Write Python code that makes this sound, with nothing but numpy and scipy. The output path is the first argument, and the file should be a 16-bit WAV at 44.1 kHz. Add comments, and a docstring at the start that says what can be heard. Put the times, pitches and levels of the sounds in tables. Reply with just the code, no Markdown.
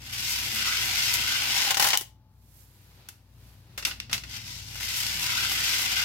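"""Toy cars run down a plastic spiral ramp in a small carpeted room, over a low appliance hum.
The first rushes round ever quicker laps, its hard wheels pattering on the plastic, then skids and
clatters out through the hollow chute, leaving a faint metal ring. A sleeve rustles as an arm fetches it.
A car is set on the tower top with a few clicks, creeps off and gathers speed down the same course."""
import sys
import numpy as np
from scipy import signal
from scipy.fft import rfft, irfft
from scipy.io import wavfile

SR = 44100
rng = np.random.default_rng(int(sys.argv[2]) if len(sys.argv) > 2 else 0)


def bounce(signal):
    """Save signal as a 16-bit WAV file at the path given by the first command-line argument."""
    frames = np.transpose(np.atleast_2d(signal))
    limited = np.clip(frames, -1, 1)
    pcm = np.round(limited * 32767).astype(np.int16)
    wavfile.write(sys.argv[1], SR, pcm)


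N = 266628

# appliance hum: (frequency [Hz], relative level [dB], beat depth [ratio], beat rate [Hz])
HUM_PARTIALS = [(59.2, -51.5, 0.51, 2.3), (95.3, -52, 0.13, 6), (117.4, -53.5, 1, 3.1)]
# still air of the room: (frequency [Hz], gain [dB])
AIR_COLOUR = [(20, -17), (40, -24.5), (60, -4), (120, 1), (170, -3.5), (250, -8), (400, -20), (900, -19.5),
              (2000, -31.5), (5000, -31), (8500, -47), (15000, -32.5)]
# room reverb: (frequency [Hz], t60 [s])
ROOM_DECAY = [(150, 0.46), (1200, .22), (4000, 0.25), (15000, 0.2)]
# rubbing cloth: (frequency [Hz], gain [dB])
CLOTH_COLOUR = [(180, -36.5), (300, -5), (527, -10.5), (676, -10.5), (942, -8.5), (1150, -12.5),
                (1660, -11), (9290, -12.5), (12300, -8), (15800, -12)]
# strokes of the arm: (time [s], half-width [s], level [dB], hiss trim [dB], left over right [dB])
SLEEVE_STROKES = [(2.468, 0.072, -77, 5.5, -4), (2.595, 0.041, -70.5, 9.5, -7), (2.82, 0.12, -66, 1.5, -1),
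                  (3.04, 0.074, -62, -13, 0.5), (3.48, 0.085, -63, -1, 0.5), (3.76, 0.067, -62.5, -8, 0)]
# the whole toy rings as a car's weight lands: (time [s], level [dB], frequency [Hz], t60 [s])
TOY_RINGS = [(0.529, -44.5, 212, 0.61), (1.93, -64, 867, 2.0), (2.012, -26, 381, 0.016),
             (4.14, -46, 99.5, 0.45), (4.128, -44, 196, 0.27), (5.151, -43, 159, 0.36)]
# the car clacks as it is picked up, is set on the tower top and tips over the lip:
# (time [s], relative level [dB], treble [dB], t60 [s])
TOWER_CLACKS = [(3.0874, -33, 6.5, 0.033), (3.7768, -28, -0.5, 0.13), (3.8255, -30.5, -7, 0.081),
                (3.8506, -10.5, -6.5, 0.039), (3.868, -28, 2.5, 0.17), (3.9105, -24.5, -27, 0.059),
                (4.0008, -20, -11, 0.021), (4.0961, -36, -11, 0.11), (4.1131, -33.5, -4, 0.13),
                (4.1297, -13.5, -4.5, 0.045), (4.1425, -23.5, -1.5, 0.092), (4.179, -25, -5, 0.03),
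                (4.2363, -31.5, -9, 0.058), (4.756, -31, -1, 0.04), (4.8075, -31, 2, 0.066)]
# broad tone of the car on the tower top: (frequency [Hz], gain [dB])
TOWER_TONE = [(150, -12), (400, -14.5), (1000, -8.5), (2500, -3), (5300, 3), (9000, -5.5), (12000, -3),
              (15800, -9.5)]
# resonances on that tone: (frequency [Hz], width [Hz], boost [dB])
TOWER_RESONANCES = [(1440, 230, 6.5), (2070, 460, 7), (2720, 300, 10), (3480, 240, 4), (4300, 69, 1.5),
                    (6660, 73, 1)]
# the running car hits joints and walls: (time [s], relative level [dB], treble [dB], t60 [s])
TRACK_BUMPS = [(1.139, -16, 10, 0.025), (1.707, -12.5, 3, 0.078), (1.7445, -15.5, 1, 0.06),
               (1.7702, -13.5, 3.5, 0.079), (1.7968, -12, 6.5, 0.099), (1.8125, -19.5, 8, 0.068),
               (1.824, -12, 5.5, 0.076), (1.843, -13.5, 7, 0.095), (1.8685, -15.5, 8, 0.08),
               (1.8865, -15, 7, 0.043), (1.9042, -13.5, 1.5, 0.06), (1.9312, -12.5, -10.5, 0.081),
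               (1.9738, -11.5, 14, 0.013), (2.01, -29, 12, 0.058), (5.003, -20, 5, 0.035),
               (5.5174, -22.5, 7, 0.064)]
# broad tone of the chute at the bottom: (frequency [Hz], gain [dB])
CHUTE_TONE = [(150, -20), (350, -19.5), (700, -10.5), (1500, -10), (3000, -4), (5500, -2), (9000, -14.5),
              (15800, -15)]
# hollow resonances of the chute: (frequency [Hz], width [Hz], boost [dB])
CHUTE_RESONANCES = [(815, 150, 12.5), (1050, 49, 10), (1466, 190, 7), (1915, 600, 6), (2980, 200, 7),
                    (5420, 220, -2), (15270, 120, 5)]
# the car skids through the chute: (time [s], level [dB])
SKID_ENVELOPE = [(1.42, -41), (1.67, -28.5), (1.735, -36), (1.79, -47.5), (1.83, -29.5), (1.959, -24),
                 (1.969, -46.5)]
# wheels on plastic: (frequency [Hz], gain [dB])
WHEEL_TONE = [(120, -36.5), (200, -7.5), (547, -17), (788, -10.5), (1140, -10.5), (1440, -10), (1760, 4),
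              (2080, -0.5), (2780, 0), (4010, -7), (5180, -4.5), (9470, -15.5), (12700, -10), (15800, -18)]
# ringing of the track sections: (frequency [Hz], width [Hz], boost [dB])
TRACK_RESONANCES = [(747, 45, 5.5), (967, 62, 9), (1825, 350, -5.5), (2050, 110, 6.5), (5000, 2900, 5)]
# rolling layers, a row each for rumble, boom, rush, bright rush and fizz:
# (level [dB], cut before the drop [dB], near-side lift [dB], twice-a-lap lift [dB])
ROLL_LAYERS = [(-47, 2, 0.5, -0.8), (-40, 5.5, -2.2, 3), (-30.5, 3.5, 0.1, 0.84), (-34, 2, 1, 1.94),
               (-37, 1, 1.4, 1)]
# the car is nudged along the tower top: (time [s], half-width [s], level [dB], treble [dB])
NUDGE_SWELLS = [(4.352, 0.036, -42, 0), (4.49, 0.038, -46.5, 3), (4.57, 0.059, -49.5, 3),
                (4.72, 0.09, -54.5, 6)]

RELEASES_S, RUN_S = [-0.005, 4.669], 1.705  # both runs share one course; times below count from release
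PICKUP_S, PICKUP_POWER = 0.36, 0.52  # time constant and curve of the build-up
LIP_S, LIP_RISE_S, LIP_DB = 0.127, 0.0072, 4.5  # quieter until the car tips over the lip
LAPS_PER_S, LAPS_PER_S2, NEAR_LAP = 0.827, 0.774, 0.29  # starting pace, speed-up, nearest point of a lap
DROP_S, FADE_S = 0.544, 0.02  # drop onto louder track; the same fade ends the run
JOINTS_S, JOINT_WIDTH_S, JOINT_DB = [0.315, 0.565, 0.86, 1.151], 0.017, 5  # fizz over the track joints
HOLLOW_HZ, DIP_HZ, DIP_S, DIP_WIDTH_S = 1542, 188, 0.68, 0.014  # track note dips in the first far bend


def amp(db):
    """Decibels to gain."""
    return 10 ** (np.asarray(db) / 20)


def unit(x):
    """Scales to rms 1."""
    return x / np.sqrt(np.mean(x ** 2) + 1e-20)


def pan(db):
    """Left and right gains, the left louder by db."""
    return amp(np.array([[.5], [-.5]]) * db)


def bell(s, half_width_s):
    """A smooth swell of height 1 around time s."""
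    return 1 / np.cosh(np.clip((np.arange(N) / SR - s) / half_width_s, -50, 50))


def ramp(s, length_s):
    """A fade from 0 to 1, starting at time s."""
    return np.clip((np.arange(N) / SR - s) / length_s, 0, 1)


def drift(top_hz):
    """A smooth random wobble of rms 1, no faster than top_hz."""
    t = np.arange(0, N + 64, 64) / SR
    wobble = sum(np.sin(2 * np.pi * (hz * t + rng.random())) for hz in np.geomspace(top_hz / 10, top_hz, 20))
    return unit(np.interp(np.arange(N) / SR, t, wobble))


def add(mix, s, sound):
    """Mixes a stereo sound in at time s."""
    part = mix[:, round(s * SR):][:, :sound.shape[1]]
    part += sound[:, :part.shape[1]]


def read(points, hz):
    """Reads a curve of (frequency [Hz], value) on a log-frequency axis."""
    point_hz, value = np.transpose(points)
    return np.interp(np.log(hz + 1), np.log(point_hz), value)


def body_db(tone, resonances, hz):
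    """EQ curve of a plastic part: a broad tone with resonances standing on it."""
    return read(tone, hz) + sum(db / (1 + (2 * (hz - f) / width) ** 2) for f, width, db in resonances)


def colour(x, eq_db, size=4096):
    """Minimum-phase EQ whose gain is eq_db(hz)."""
    hz = abs(np.fft.fftfreq(size, 1 / SR))
    log_gain = np.log(amp(np.maximum(eq_db(hz), -100)))
    taps = np.fft.ifft(np.exp(np.conj(signal.hilbert(log_gain)))).real[:size // 2]
    return signal.oaconvolve(x, taps[None], axes=1)[:, :x.shape[1]]


def band(x, lo_hz, hi_hz):
    """Band-pass with soft edges."""
    hz = np.fft.rfftfreq(N, 1 / SR) + 1
    return irfft(rfft(x) / np.sqrt((1 + (lo_hz / hz) ** 12) * (1 + (hz / hi_hz) ** 12)), N)


def resonate(x, hz, width_hz):
    """A swept resonance: shift the curve hz down to zero, smooth, shift back."""
    carrier = np.exp(2j * np.pi * np.cumsum(hz) / SR)
    pole = np.exp(-np.pi * width_hz / SR)
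    return 2 * (carrier * signal.lfilter([1 - pole], [1, -pole], x / carrier)).real


def stereo(common, left, right, alike, lag_samples=4, bass_hz=650):
    """Both sides share the bass and part of the treble; the shared sound reaches the right later."""
    shared = np.array([common, np.roll(common, lag_samples)])
    wide = np.sqrt(alike) * shared + np.sqrt(1 - alike) * np.array([left, right])
    lowpass = signal.butter(2, bass_hz, fs=SR, output="sos")
    return wide + signal.sosfiltfilt(lowpass, shared - wide, padtype=None)


def grit(per_s, spread_db, alike):
    """A stereo spray of tiny impacts of uneven size."""
    sprays = []
    for _ in range(3):
        size = amp(spread_db * np.minimum(rng.exponential(1, N), 4))
        sprays.append(unit(size * rng.choice([-1, 1], N) * (rng.random(N) < per_s / SR)))
    return stereo(*sprays, alike)


def background(waver_db=-0.16, wander_rad=0.3, air_db=-52.5, trim_db=-0.5, lull_db=-9):
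    """A beating, wavering appliance hum over still air; the whole bed sinks for a while mid-scene."""
    t = np.arange(N) / SR
    hum = 0
    for hz, db, depth, beat_hz in HUM_PARTIALS:
        beat = 1 + depth * np.exp(2j * np.pi * (beat_hz * t + rng.random()) + 1j * drift(top_hz=4))
        tone = np.exp(2j * np.pi * hz * t + 1j * wander_rad * drift(top_hz=5.1))
        hum = hum + amp(db + waver_db * drift(top_hz=7.7)) * unit((beat * tone).real)
    noise = stereo(*rng.standard_normal((3, N)), alike=0.5)
    air = unit(colour(noise, lambda hz: read(AIR_COLOUR, hz)))
    lull = ramp(1.2, length_s=1) - ramp(3.2, length_s=1)
    return (hum + amp(air_db) * air) * amp(trim_db + lull_db * lull) * pan(3.3)


def room(x, predelay_s=0.0027, density=0.1):
    """Sparse reflections, different on each side, each band dying at its own speed."""
    size = SR // 2
    taps = rng.choice([-1., 1.], (2, size)) * (rng.random((2, size)) < density)
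    taps *= np.arange(size) > predelay_s * SR
    hz, t, spectrum = signal.stft(taps, SR, nperseg=256)
    decay = amp(-60 * t / read(ROOM_DECAY, hz)[:, None])
    tail = signal.istft(spectrum * decay, SR, nperseg=256)[1]
    return signal.fftconvolve(x, tail / np.linalg.norm(tail[0]), axes=1)[:, :N]


def sleeve(hiss_db=1):
    """Fibres of cloth slip over each other with each stroke of the arm."""
    cloth = colour(grit(per_s=7400, spread_db=3.5, alike=0.12), lambda hz: read(CLOTH_COLOUR, hz))
    body, hiss = unit(band(cloth, 300, 5000)), unit(band(cloth, 5700, 18700))
    return sum(bell(s, width_s) * amp(db) * pan(side_db) * (body + amp(trim_db + hiss_db) * hiss)
               for s, width_s, db, trim_db, side_db in SLEEVE_STROKES)


def toy_rings(attack_s=0.0019):
    """Low sway of the plastic tower, and a faint metal ring as the first car clatters out."""
    t, out = np.arange(SR) / SR, np.zeros((2, N))
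    attack = (1 - np.exp(-t / attack_s)) ** 2
    for s, db, hz, t60 in TOY_RINGS:
        add(out, s, pan(2.5) * amp(db - 60 * t / t60) * attack * np.sin(2 * np.pi * hz * t))
    return out


def knocks(hits, tone, resonances, trim_db, pan_db, tail_db, tail_t60, bass_db, ring_fattens, hard_thins):
    """Each knock is a burst of dense, quickly damped plastic modes, coloured by the struck part."""
    t, out = np.arange(SR // 2) / SR, np.zeros((2, N))
    eq_power = np.mean(amp(body_db(tone, resonances, np.linspace(0, SR / 2, 2048))) ** 2)
    mean_db = np.mean([hit[1] for hit in hits])
    for s, db, treble_db, t60 in hits:
        # knocks that ring longer have more body; hard blows are thinner
        low_db = bass_db + ring_fattens * 20 * np.log10(t60 / 0.07) - hard_thins * (db - mean_db)
        tilt = [(900, low_db), (2500, 0), (5000, 0), (10000, treble_db)]
        noise = stereo(*rng.standard_normal((3, len(t))), alike=0.08)
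        decay = amp(-60 * t / t60) + amp(tail_db - 60 * t / tail_t60)
        crack = colour(noise * decay, lambda hz: body_db(tone, resonances, hz) + read(tilt, hz))
        add(out, s, amp(db + trim_db) * pan(pan_db) * crack / np.sqrt(eq_power))
    return out


def clacks():
    """The car clacks as it is picked up, is set on the ringing tower top and tips over the lip."""
    return knocks(TOWER_CLACKS, TOWER_TONE, TOWER_RESONANCES, trim_db=-3, pan_db=1.5,
                  tail_db=-23, tail_t60=0.41, bass_db=5, ring_fattens=0.52, hard_thins=0.44)


def bumps():
    """The car hits joints and walls; the carpet under the chute keeps the tail short."""
    return knocks(TRACK_BUMPS, CHUTE_TONE, CHUTE_RESONANCES, trim_db=-5, pan_db=4,
                  tail_db=-24, tail_t60=0.11, bass_db=0, ring_fattens=2.16, hard_thins=0.04)


def skid(pan_db=4, fade_s=0.03):
    """Coarse stick and slip of the wheels rings the hollow chute."""
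    t = np.arange(N) / SR
    times, levels_db = np.transpose(SKID_ENVELOPE)
    gate = np.interp(t, [times[0] - fade_s, times[0], times[-1], times[-1] + fade_s], [0, 1, 1, 0])
    slips = grit(per_s=2500, spread_db=7, alike=0.55)
    scrape = unit(colour(slips, lambda hz: body_db(CHUTE_TONE, CHUTE_RESONANCES, hz)))
    return gate * amp(np.interp(t, times, levels_db)) * pan(pan_db) * scrape


def wall_echoes(x, delay_s=0.0011, swing_s=0.000492, sweep_hz=0.8, echo_gain=0.22):
    """Echoes off the spiral's walls lengthen and shorten as the car circles: a slow, steady flange."""
    n, out = np.arange(N), x.copy()
    for side in range(2):
        for wall in (1, 2, 3):
            sweep = np.sin(2 * np.pi * (sweep_hz * n / SR + wall / np.pi + side / np.e))
            lag_s = wall * delay_s + swing_s * sweep
            out[side] += echo_gain * np.interp(n - lag_s * SR, n, x[side])
    return out


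def creep(rumble_db=-15, boom_db=-11, fizz_db=-6):
    """Gain of each rolling layer while the car is nudged toward the slope."""
    power = 0
    for s, width_s, db, treble_db in NUDGE_SWELLS:
        balance_db = np.array([rumble_db, boom_db, 0, treble_db, treble_db + fizz_db])
        power = power + np.outer(amp(db + balance_db), bell(s, width_s)) ** 2
    return np.sqrt(power)


def run_down(release_s):
    """Gain of each rolling layer as a car gathers speed, circling toward and away from the listener."""
    age = np.maximum(np.arange(N) / SR - release_s, 0)
    drive = (1 - np.exp(-age / PICKUP_S)) ** PICKUP_POWER
    drive *= 1 - ramp(release_s + RUN_S, FADE_S)
    drive *= amp(-LIP_DB * (1 - ramp(release_s + LIP_S, LIP_RISE_S)))
    angle = 2 * np.pi * (LAPS_PER_S * age + LAPS_PER_S2 * age ** 2 / 2 - NEAR_LAP)
    before_drop = 1 - ramp(release_s + DROP_S, FADE_S)
    *lower, fizz = [
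        drive * amp(db - cut_db * before_drop + near_db * np.cos(angle) + twice_db * np.cos(2 * angle))
        for db, cut_db, near_db, twice_db in ROLL_LAYERS]
    joints = sum(bell(release_s + s, JOINT_WIDTH_S) for s in JOINTS_S)
    return np.array(lower + [fizz * amp(JOINT_DB * joints)])


def rolling(chatter_db=1.12, fizz_chatter_db=1.44, rush_pan_db=1.5, top_pan_db=4, hollow_width_hz=260):
    """Hard wheels patter over the plastic's grain; the track booms, the loose axles chatter and fizz."""
    contacts = grit(per_s=9000, spread_db=4, alike=0.18)
    patter = wall_echoes(colour(contacts, lambda hz: body_db(WHEEL_TONE, TRACK_RESONANCES, hz)))
    bands_hz = [(120, 1300), (1750, 3800), (3800, 7500), (7500, 20000)]
    rumble, rush, bright, fizz = (unit(band(patter, lo, hi)) for lo, hi in bands_hz)
    note_hz = HOLLOW_HZ - DIP_HZ * sum(bell(s + DIP_S, DIP_WIDTH_S) for s in RELEASES_S)
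    hollow = resonate(contacts, note_hz, 2 * hollow_width_hz)
    boom = unit(resonate(hollow, note_hz, hollow_width_hz))
    chatter = drift(top_hz=130)
    fizz *= amp((fizz_chatter_db - chatter_db) * chatter)
    layers = [rumble, boom, rush * pan(rush_pan_db), bright * pan(top_pan_db), fizz * pan(top_pan_db)]
    gains = np.hypot(creep(), sum(run_down(s) for s in RELEASES_S))
    return amp(chatter_db * chatter) * sum(gain * layer for gain, layer in zip(gains, layers))


def scene(reverb_db=-9):
    """Cars and sleeve feed the room reverb; the toy's rings and the background stay dry."""
    foreground = rolling() + skid() + bumps() + clacks() + sleeve()
    return foreground + amp(reverb_db) * room(foreground) + toy_rings() + background()


def record(dry, ceiling=0.94, cutoff_hz=15900):
    """Soft-clips the loudest peaks, then cuts the very top of the treble."""
    rounded = ceiling * np.tanh(dry / ceiling)
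    lowpass = signal.firwin(511, cutoff_hz, window=("kaiser", 9), fs=SR)
    return signal.oaconvolve(rounded, lowpass[None], "same")


dry = scene()
out = record(dry)
bounce(out)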